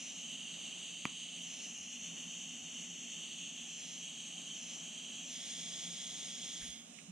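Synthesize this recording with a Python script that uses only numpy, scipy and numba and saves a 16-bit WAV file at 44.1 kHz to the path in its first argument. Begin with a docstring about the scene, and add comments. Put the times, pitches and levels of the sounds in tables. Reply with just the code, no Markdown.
"""A small butane torch hisses over a brass part on a workshop bench, close to a camera with two microphone ports.
The jet rings the burner tube; reflections off the part and the bench sweep through the hiss with each lift of the flame.
The flux spits once as a cluster of damped modes; soft knocks on the bench and small rustles pass around the work.
A fan drones in the shop as noise through steep resonances; at the end the torch swings away to the right,
with low thumps of air as it passes the right port."""
import sys
import numpy as np
from scipy import signal
from scipy.fft import rfft, irfft
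from scipy.io import wavfile
from scipy.ndimage import uniform_filter1d, map_coordinates
from numba import njit

SR = 44100
rng = np.random.default_rng(int(sys.argv[2]) if len(sys.argv) > 2 else 0)


def unload_audio(sound):
    """Save the sound as a 16-bit wav file, at the path given as the first command line argument."""
    columns = np.transpose(np.atleast_2d(sound))
    # keep every value between -1 and 1, then stretch to whole-number steps
    steps = np.round(np.clip(columns, -1, 1) * 32767)
    wavfile.write(sys.argv[1], SR, steps.astype(np.int16))


N = 313548
TIME = np.arange(N) / SR

# the swing away to the right, and the lift over which the jet slips off the part
SWING_AT_S, SWING_S, SLIP_CM = 6.6, 0.3, .8


def undb(db):
    """Decibels to gain."""
    return 10 ** (np.asarray(db) / 20)


def unit(x):
    """Scale to rms 1."""
    return x / np.sqrt(np.mean(x ** 2))


def curves(table):
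    """Each column of a timed table, sample by sample."""
    s, *columns = np.transpose(table)
    return [np.interp(TIME, s, column) for column in columns]


def pan(db):
    """Left and right gains for a level difference, left minus right."""
    return undb(np.array([[.5], [-.5]]) * db)


def per_bin(points):
    """A table over frequency, joined on a log axis."""
    hz, value = np.transpose(points)
    bin_hz = np.arange(N // 2 + 1) * SR / N
    return np.interp(np.log(bin_hz + 1), np.log(hz), value)


def coloured(points):
    """Noise with the given spectrum, rms 1."""
    white = rfft(rng.standard_normal(N))
    return unit(irfft(white * undb(per_bin(points)), N))


@njit
def svf(x, hz, width):
    """State-variable band-pass, peak gain 1, whose centre may move."""
    y, band, low = np.empty(len(x)), 0., 0.
    for i in range(len(x)):
        g = np.tan(np.pi * hz[i] / SR)
        damping = width / hz[i]
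        v = (band + g * (x[i] - low)) / (1 + g * (g + damping))
        band = 2 * v - band
        low = low + 2 * g * v
        y[i] = damping * v
    return y


def resonance(hz, width_hz):
    """Noise through two equal band-passes, each of the given width: a steep resonance, rms 1."""
    hz = hz * np.ones(N)
    once = svf(rng.standard_normal(N), hz, float(width_hz))
    return unit(svf(once, hz, float(width_hz)))


def notch(x, hz, width_hz, depth):
    """Cut a band out of the sound at both ports."""
    depth = np.clip(depth, 0, 1)
    return np.array([port - depth * svf(port, hz * np.ones(N), float(width_hz)) for port in x])


def walk(rate):
    """Random levels drawn at the given rate per second and smoothed twice; rms 1."""
    k = int(SR / rate)
    steps = np.repeat(rng.standard_normal(N // k + 1), k)
    return unit(uniform_filter1d(uniform_filter1d(steps, k), k)[:N])


def ring(start, hz, t60, rise):
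    """One damped mode with a rounded attack."""
    t = np.maximum(TIME - start, 0)
    decay = np.exp(-np.log(1000) * t / t60)
    return np.sin(2 * np.pi * hz * t) * decay * (1 - np.exp(-t / rise))


def puff(start, length):
    """An envelope that peaks at 1 after the given length and dies away more slowly."""
    age = np.maximum(TIME - start, 0) / length
    return age * np.exp(1 - age)


def ease(start, length):
    """A hand movement from 0 to 1 that starts and stops smoothly."""
    return .5 - .5 * np.cos(np.pi * np.clip((TIME - start) / length, 0, 1))


def echo(x, lag_ms):
    """The sound a moving lag later."""
    return map_coordinates(x, [np.arange(N) - lag_ms * SR / 1000], order=3, mode="nearest")


def bounce(x, gap_cm):
    """The sound at each port back from a surface the given gap away, there and back."""
    sound_cm_per_ms = 34.3
    return np.array([echo(port, 2 * gap_cm / sound_cm_per_ms) for port in x])


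def room(x, t60):
    """Diffuse answer of the surroundings: a decaying noise tail, unrelated at the two ports."""
    t = TIME[:SR // 2]
    decay = np.exp(-np.log(1000) * t / t60) * (t > .005)
    tail = rng.standard_normal((2, len(t))) * decay
    tail = tail / np.sqrt(np.sum(tail[0] ** 2))
    return signal.fftconvolve(x[None], tail, axes=1)[:, :N]


def lifted():
    """Height of the flame above its working place in cm: each lift rises, holds and falls."""
    # the hand lifts the flame off the part: (start [s], rise [s], hold [s], fall [s], height [cm])
    lifts = [(-.29, .16, .22, .21, .74), (1.36, .18, .05, .17, .88), (3.62, .24, .07, .17, 1),
             (4.47, .18, .07, .17, .88), (5.14, .28, 1.6, .4, 1.66)]
    return sum(cm * (ease(s, rise) - ease(s + rise + hold, fall)) for s, rise, hold, fall, cm in lifts)


def shop(air_db=-60.0, air_waver_db=1.47, fan_swell_db=1.1):
    """A fan's swelling drone, the same at both ports, over a wavering rush of air only partly alike at them."""
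    # spectrum of the shop's air: (frequency [Hz], relative level [dB])
    air_spectrum = [(25, -27), (60, -16), (100, -23), (150, -3), (270, -1.5), (340, -9), (480, -12),
                    (720, -7), (950, -16), (1200, -13), (1450, -16), (4200, -29), (6400, -13.5),
                    (8000, -15), (10000, -23.5), (15000, -42.5)]
    # likeness of the air at the two ports: (frequency [Hz], correlation [-1 to 1])
    port_likeness = [(30, 0.53), (130, 0.69), (280, 0.72), (600, -0.052), (1400, -0.037), (4000, 0.34),
                     (12000, -0.44)]
    # the fan's drone: (frequency [Hz], width of each filter pass [Hz], rms level before the swell [dB])
    fan_modes = [(58.4, 11, -95.5), (172.9, 16.6, -64.5), (235.2, 49, -63.5)]
    likeness = np.clip(per_bin(port_likeness), -1, 1)
    # the shared and the opposed part of the air set the correlation
    mid, side = (irfft(rfft(coloured(air_spectrum)) * np.sqrt((1 + sign * likeness) / 2), N)
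                 for sign in (1, -1))
    air = np.array([mid + side, mid - side]) * undb(air_db + air_waver_db * walk(5.74))
    drone = sum(undb(db + fan_swell_db * walk(4.05)) * resonance(hz, width) for hz, width, db in fan_modes)
    return pan(-1.0) * air + drone


def thumps_and_puffs(thump_port_db=-5, puff_port_db=-12.0):
    """Knocks and air thumps as low damped modes; brief or slow puffs of band noise; all toward the right."""
    # soft knocks on the bench; the rows from 6.6 to 6.685 s are low thumps of air as the torch swings past
    # the right port: (time [s], level before panning [dB], pitch [Hz], t60 [s])
    low_thumps = [(1.8, -53, 75, 0.082), (2.02, -52, 70, 0.065), (2.61, -56, 90, .1), (2.9, -59, 85.4, .1),
                  (3.15, -59, 78, 0.11), (3.62, -62, 72, 0.15), (6.6, -56, 60, .1), (6.62, -44, 48, .09),
                  (6.63, -47, 105, 0.087), (6.685, -49, 60, .12), (7.08, -42, 182, 0.48)]
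    # small sizzles and rustles around the work; the 240 Hz row is a slow low swell of the shop's drone, the
    # 9300 Hz row a brief treble flare of the jet as the nozzle sweeps past the camera: (start [s],
    # time to peak [s], rms level of the noise before envelope and panning [dB],
    # frequency [Hz], width of each filter pass [Hz])
    noise_puffs = [(1.412, .009, -62, 8060, 3800), (2.604, .27, -70, 240, 163),
                   (6.597, .04, -64, 9300, 2500), (6.605, .016, -60, 1890, 800),
                   (6.983, 0.0056, -57, 2440, 1310)]
    thumps = sum(undb(db) * ring(s, hz, t60, rise=0.013) for s, db, hz, t60 in low_thumps)
    puffs = sum(undb(db) * puff(s, length) * resonance(hz, width)
                for s, length, db, hz, width in noise_puffs)
    return pan(thump_port_db) * thumps + pan(puff_port_db) * puffs


def spit(at_s=1.05355, room_db=-12.5, scatter_db=-19, low_cut_hz=110):
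    """Hot flux bursts: a dry snap with a short thud under it, scattered by the things on the bench."""
    # what rings when the flux spits: (pitch [Hz], t60 [s], level before low cut and panning [dB], rise [s])
    spit_modes = [(227, 0.013, -16.5, 0.0021), (1160, 0.0064, -15, 0.00098), (2010, 0.034, -40, .001),
                  (2400, 0.0035, -10, 0.0005), (4720, .0025, -29, .000078), (7040, 0.0041, -26, .0003),
                  (11400, 0.0026, -41, .0001)]
    snap = sum(undb(db) * ring(at_s, hz, t60, rise) for hz, t60, db, rise in spit_modes)
    snap = signal.sosfilt(signal.butter(2, low_cut_hz, "high", fs=SR, output="sos"), snap)
    answer = undb(room_db) * room(snap, t60=0.28)
    scatter = undb(scatter_db) * room(snap, t60=0.033)
    return pan(-1.4) * snap + answer + scatter


def palm():
    """Drawn back, the nozzle lies in the hollow of the hand, which rings with the jet until the hand swings off."""
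    # resonances of the cupped hand: (frequency [Hz], width of each filter pass [Hz],
    # rms level fully cupped, before panning [dB], left minus right [dB])
    hand_modes = [(2270, 930, -62.8, -3.5), (3290, 460, -52.5, -6.5), (5160, 740, -63.5, -9),
                  (6550, 474, -55, -5), (8730, 960, -66, 6), (11300, 2200, -78.5, -15)]
    cup_from_cm, cup_over_cm = .62, .65  # lift at which the nozzle enters the hand, and the way in
    uncup_at_s, uncup_s = 6.66, 0.3
    cupped = np.clip((lifted() - cup_from_cm) / cup_over_cm, 0, 1) * (1 - ease(uncup_at_s, uncup_s))
    return cupped * sum(pan(port_db) * undb(db) * resonance(hz, width)
                        for hz, width, db, port_db in hand_modes)


def beam(at_s=7.1, rise_s=0.12, db=-49, hz=6750, width_hz=3500, port_db=3.0):
    """The nozzle turns toward the camera: a treble flare of band noise, only just beginning as the scene ends."""
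    aim = ease(at_s, rise_s) - ease(at_s + rise_s, rise_s)
    return pan(port_db) * undb(db) * aim * resonance(hz, width_hz)


def burner_jet(lift, swing, rush_db=-56.0, flutter_db=0.69):
    """Turbulence rings the burner tube and the flame adds a broad rush; the level of both flutters."""
    # higher tube resonances: (frequency [Hz], width of each filter pass [Hz],
    # rms level before flutter and panning [dB], left minus right [dB])
    tube_modes = [(3570, 447, -64, 3), (6434, 1400, -49.5, 2), (7440, 530, -64, -10),
                  (8400, 860, -65.5, -6)]
    # the flame's broad rush: (frequency [Hz], relative level [dB])
    rush_spectrum = [(300, -2.5), (700, -0.5), (1300, -23), (1700, -2.5), (2300, -2), (3000, 6.6),
                     (4300, 7.5), (5300, -1.3), (7000, -7), (9500, -0.6), (10300, -21.5), (11200, -9.5),
                     (12200, -38), (13500, -28), (15000, -33)]
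    # the lowest resonance climbs slowly as the burner runs, rises with lift and drops in the swing
    note_hz = 3032 + 12.4 * TIME + 34 * lift - 160 * swing ** 2
    note_width_hz, note_db, swing_note_db, note_port_db = 696, -50.5, -2.5, -3
    note = (note_hz, note_width_hz, note_db + swing_note_db * swing, note_port_db)
    tube = sum(pan(port_db) * undb(db) * resonance(hz, width)
               for hz, width, db, port_db in [note, *tube_modes])
    return (tube + undb(rush_db) * coloured(rush_spectrum)) * undb(flutter_db * walk(25.105))


def reflected(jet, lift, hand_share=.22):
    """Part, bench and hand return delayed copies that cancel bands of the jet; lifting lengthens the first two paths."""
    # working grip, drifting: (time [s], gap from nozzle to part [cm], gap from nozzle to hand [cm])
    grip = [(0, 3.76, 18.5), (.4, 3.2, 21), (.9, 3.25, 21), (1.33, 3.1, 20), (1.48, 3.5, 21),
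            (1.8, 4.18, 22.3), (2.3, 3.7, 21), (3.05, 3.89, 21.6), (3.3, 3.32, 21.3), (3.65, 3.62, 23.5),
            (4.1, 3.39, 25), (4.45, 3.27, 25), (4.65, 3.62, 25), (4.9, 3.4, 24.5), (5.17, 3.31, 24.5),
            (5.7, 3.86, 20), (6.6, 3.64, 19)]
    # the part, then the bench behind it: (distance with the nozzle touching [cm], gain per cm of gap [cm/cm],
    # gain per cm of lift [cm/cm], share reflected to left and to right with the flame on the part [0-1],
    # the same two shares with the flame off it [0-1])
    surfaces = [(.23, .93, .74, .48, .53, .13, .35), (6.96, .8, .8, .2, .26, .32, .4)]
    gap_cm, hand_cm = curves(grip)
    close = np.exp(-(lift / SLIP_CM) ** 2)  # 1 with the flame on the part, toward 0 off it
    total = hand_share * close * bounce(jet, hand_cm)
    for cm, per_gap, per_lift, on_left, on_right, off_left, off_right in surfaces:
        on, off = np.array([[on_left], [on_right]]), np.array([[off_left], [off_right]])
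        share = on * close + off * (1 - close)
        total = total + share * bounce(jet, cm + per_gap * gap_cm + per_lift * lift)
    return total


def torch(work_db=-3, clear_db_per_cm=1.96, room_db=-19):
    """The jet less its reflections, louder as the nozzle comes clear and fading right in the swing; the shop answers."""
    lift, swing = lifted(), ease(SWING_AT_S, SWING_S)
    jet = burner_jet(lift, swing)
    left, right = jet - reflected(jet, lift)
    # a narrow dip at the right port falls in pitch with lift
    dip_depth, dip_hz, dip_width_hz = .72, 6985 - 420 * lift, 490
    right = right - dip_depth * svf(right, dip_hz, float(dip_width_hz))
    swing_db, swing_waver_db, swing_pan_db = -14, 2.2, -14.5
    level_db = work_db + clear_db_per_cm * lift + (swing_db + swing_waver_db * walk(14)) * swing
    direct = np.array([left, right]) * undb(level_db) * pan(swing_pan_db * swing)
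    return direct + undb(room_db) * room(jet.mean(axis=0), t60=0.2)


def hollow(x):
    """Two narrow notches wander as the grip shifts and shift with each lift; swung away, the hiss turns hollow."""
    # the lower notch: (time [s], centre [Hz], depth [0-1])
    notch_path = [(0, 3380, .2), (1.33, 3440, .1), (1.43, 4300, .65), (1.55, 3450, .3), (1.78, 3505, .65),
                  (2.1, 4010, .75), (3.1, 3975, .88), (3.35, 4090, 0), (3.62, 4175, .5), (3.76, 3650, .55),
                  (4.05, 3500, .35), (4.46, 3475, .4), (4.53, 4260, .85), (4.63, 3650, .55),
                  (5.15, 3500, .45), (5.22, 4370, .85), (5.29, 3550, .35), (5.36, 2610, .45),
                  (6.6, 2600, .5), (6.8, 2640, .2)]
    width_hz, step_hz, second_share = 320, 920, .7
    hz, depth = curves(notch_path)
    close = np.exp(-(lifted() / SLIP_CM) ** 2)
    x = notch(x, hz, width_hz, depth)
    # the upper notch fades as the flame leaves the part
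    x = notch(x, hz + step_hz, width_hz, second_share * close * depth)
    away_hz, away_width_hz, away_depth = 4500, 2200, .55
    return notch(x, away_hz, away_width_hz, away_depth * ease(SWING_AT_S, SWING_S) ** 2)


def ports(x):
    """The torch meets the left port a little late, later still when lifted or swung to the right."""
    lag_ms = .012 + .012 * lifted() + .04 * ease(SWING_AT_S, SWING_S)
    return np.array([echo(x[0], lag_ms), x[1]])


def scene():
    """Workshop, thumps and puffs, and spitting flux around the torch."""
    flame = ports(hollow(torch() + palm() + beam()))
    return shop() + thumps_and_puffs() + spit() + flame


def record(dry, top_hz=15200):
    """The camera cuts the top with a steep low-pass."""
    return signal.sosfilt(signal.ellip(8, .2, 70, top_hz, fs=SR, output="sos"), dry)


dry = scene()
out = record(dry)
unload_audio(out)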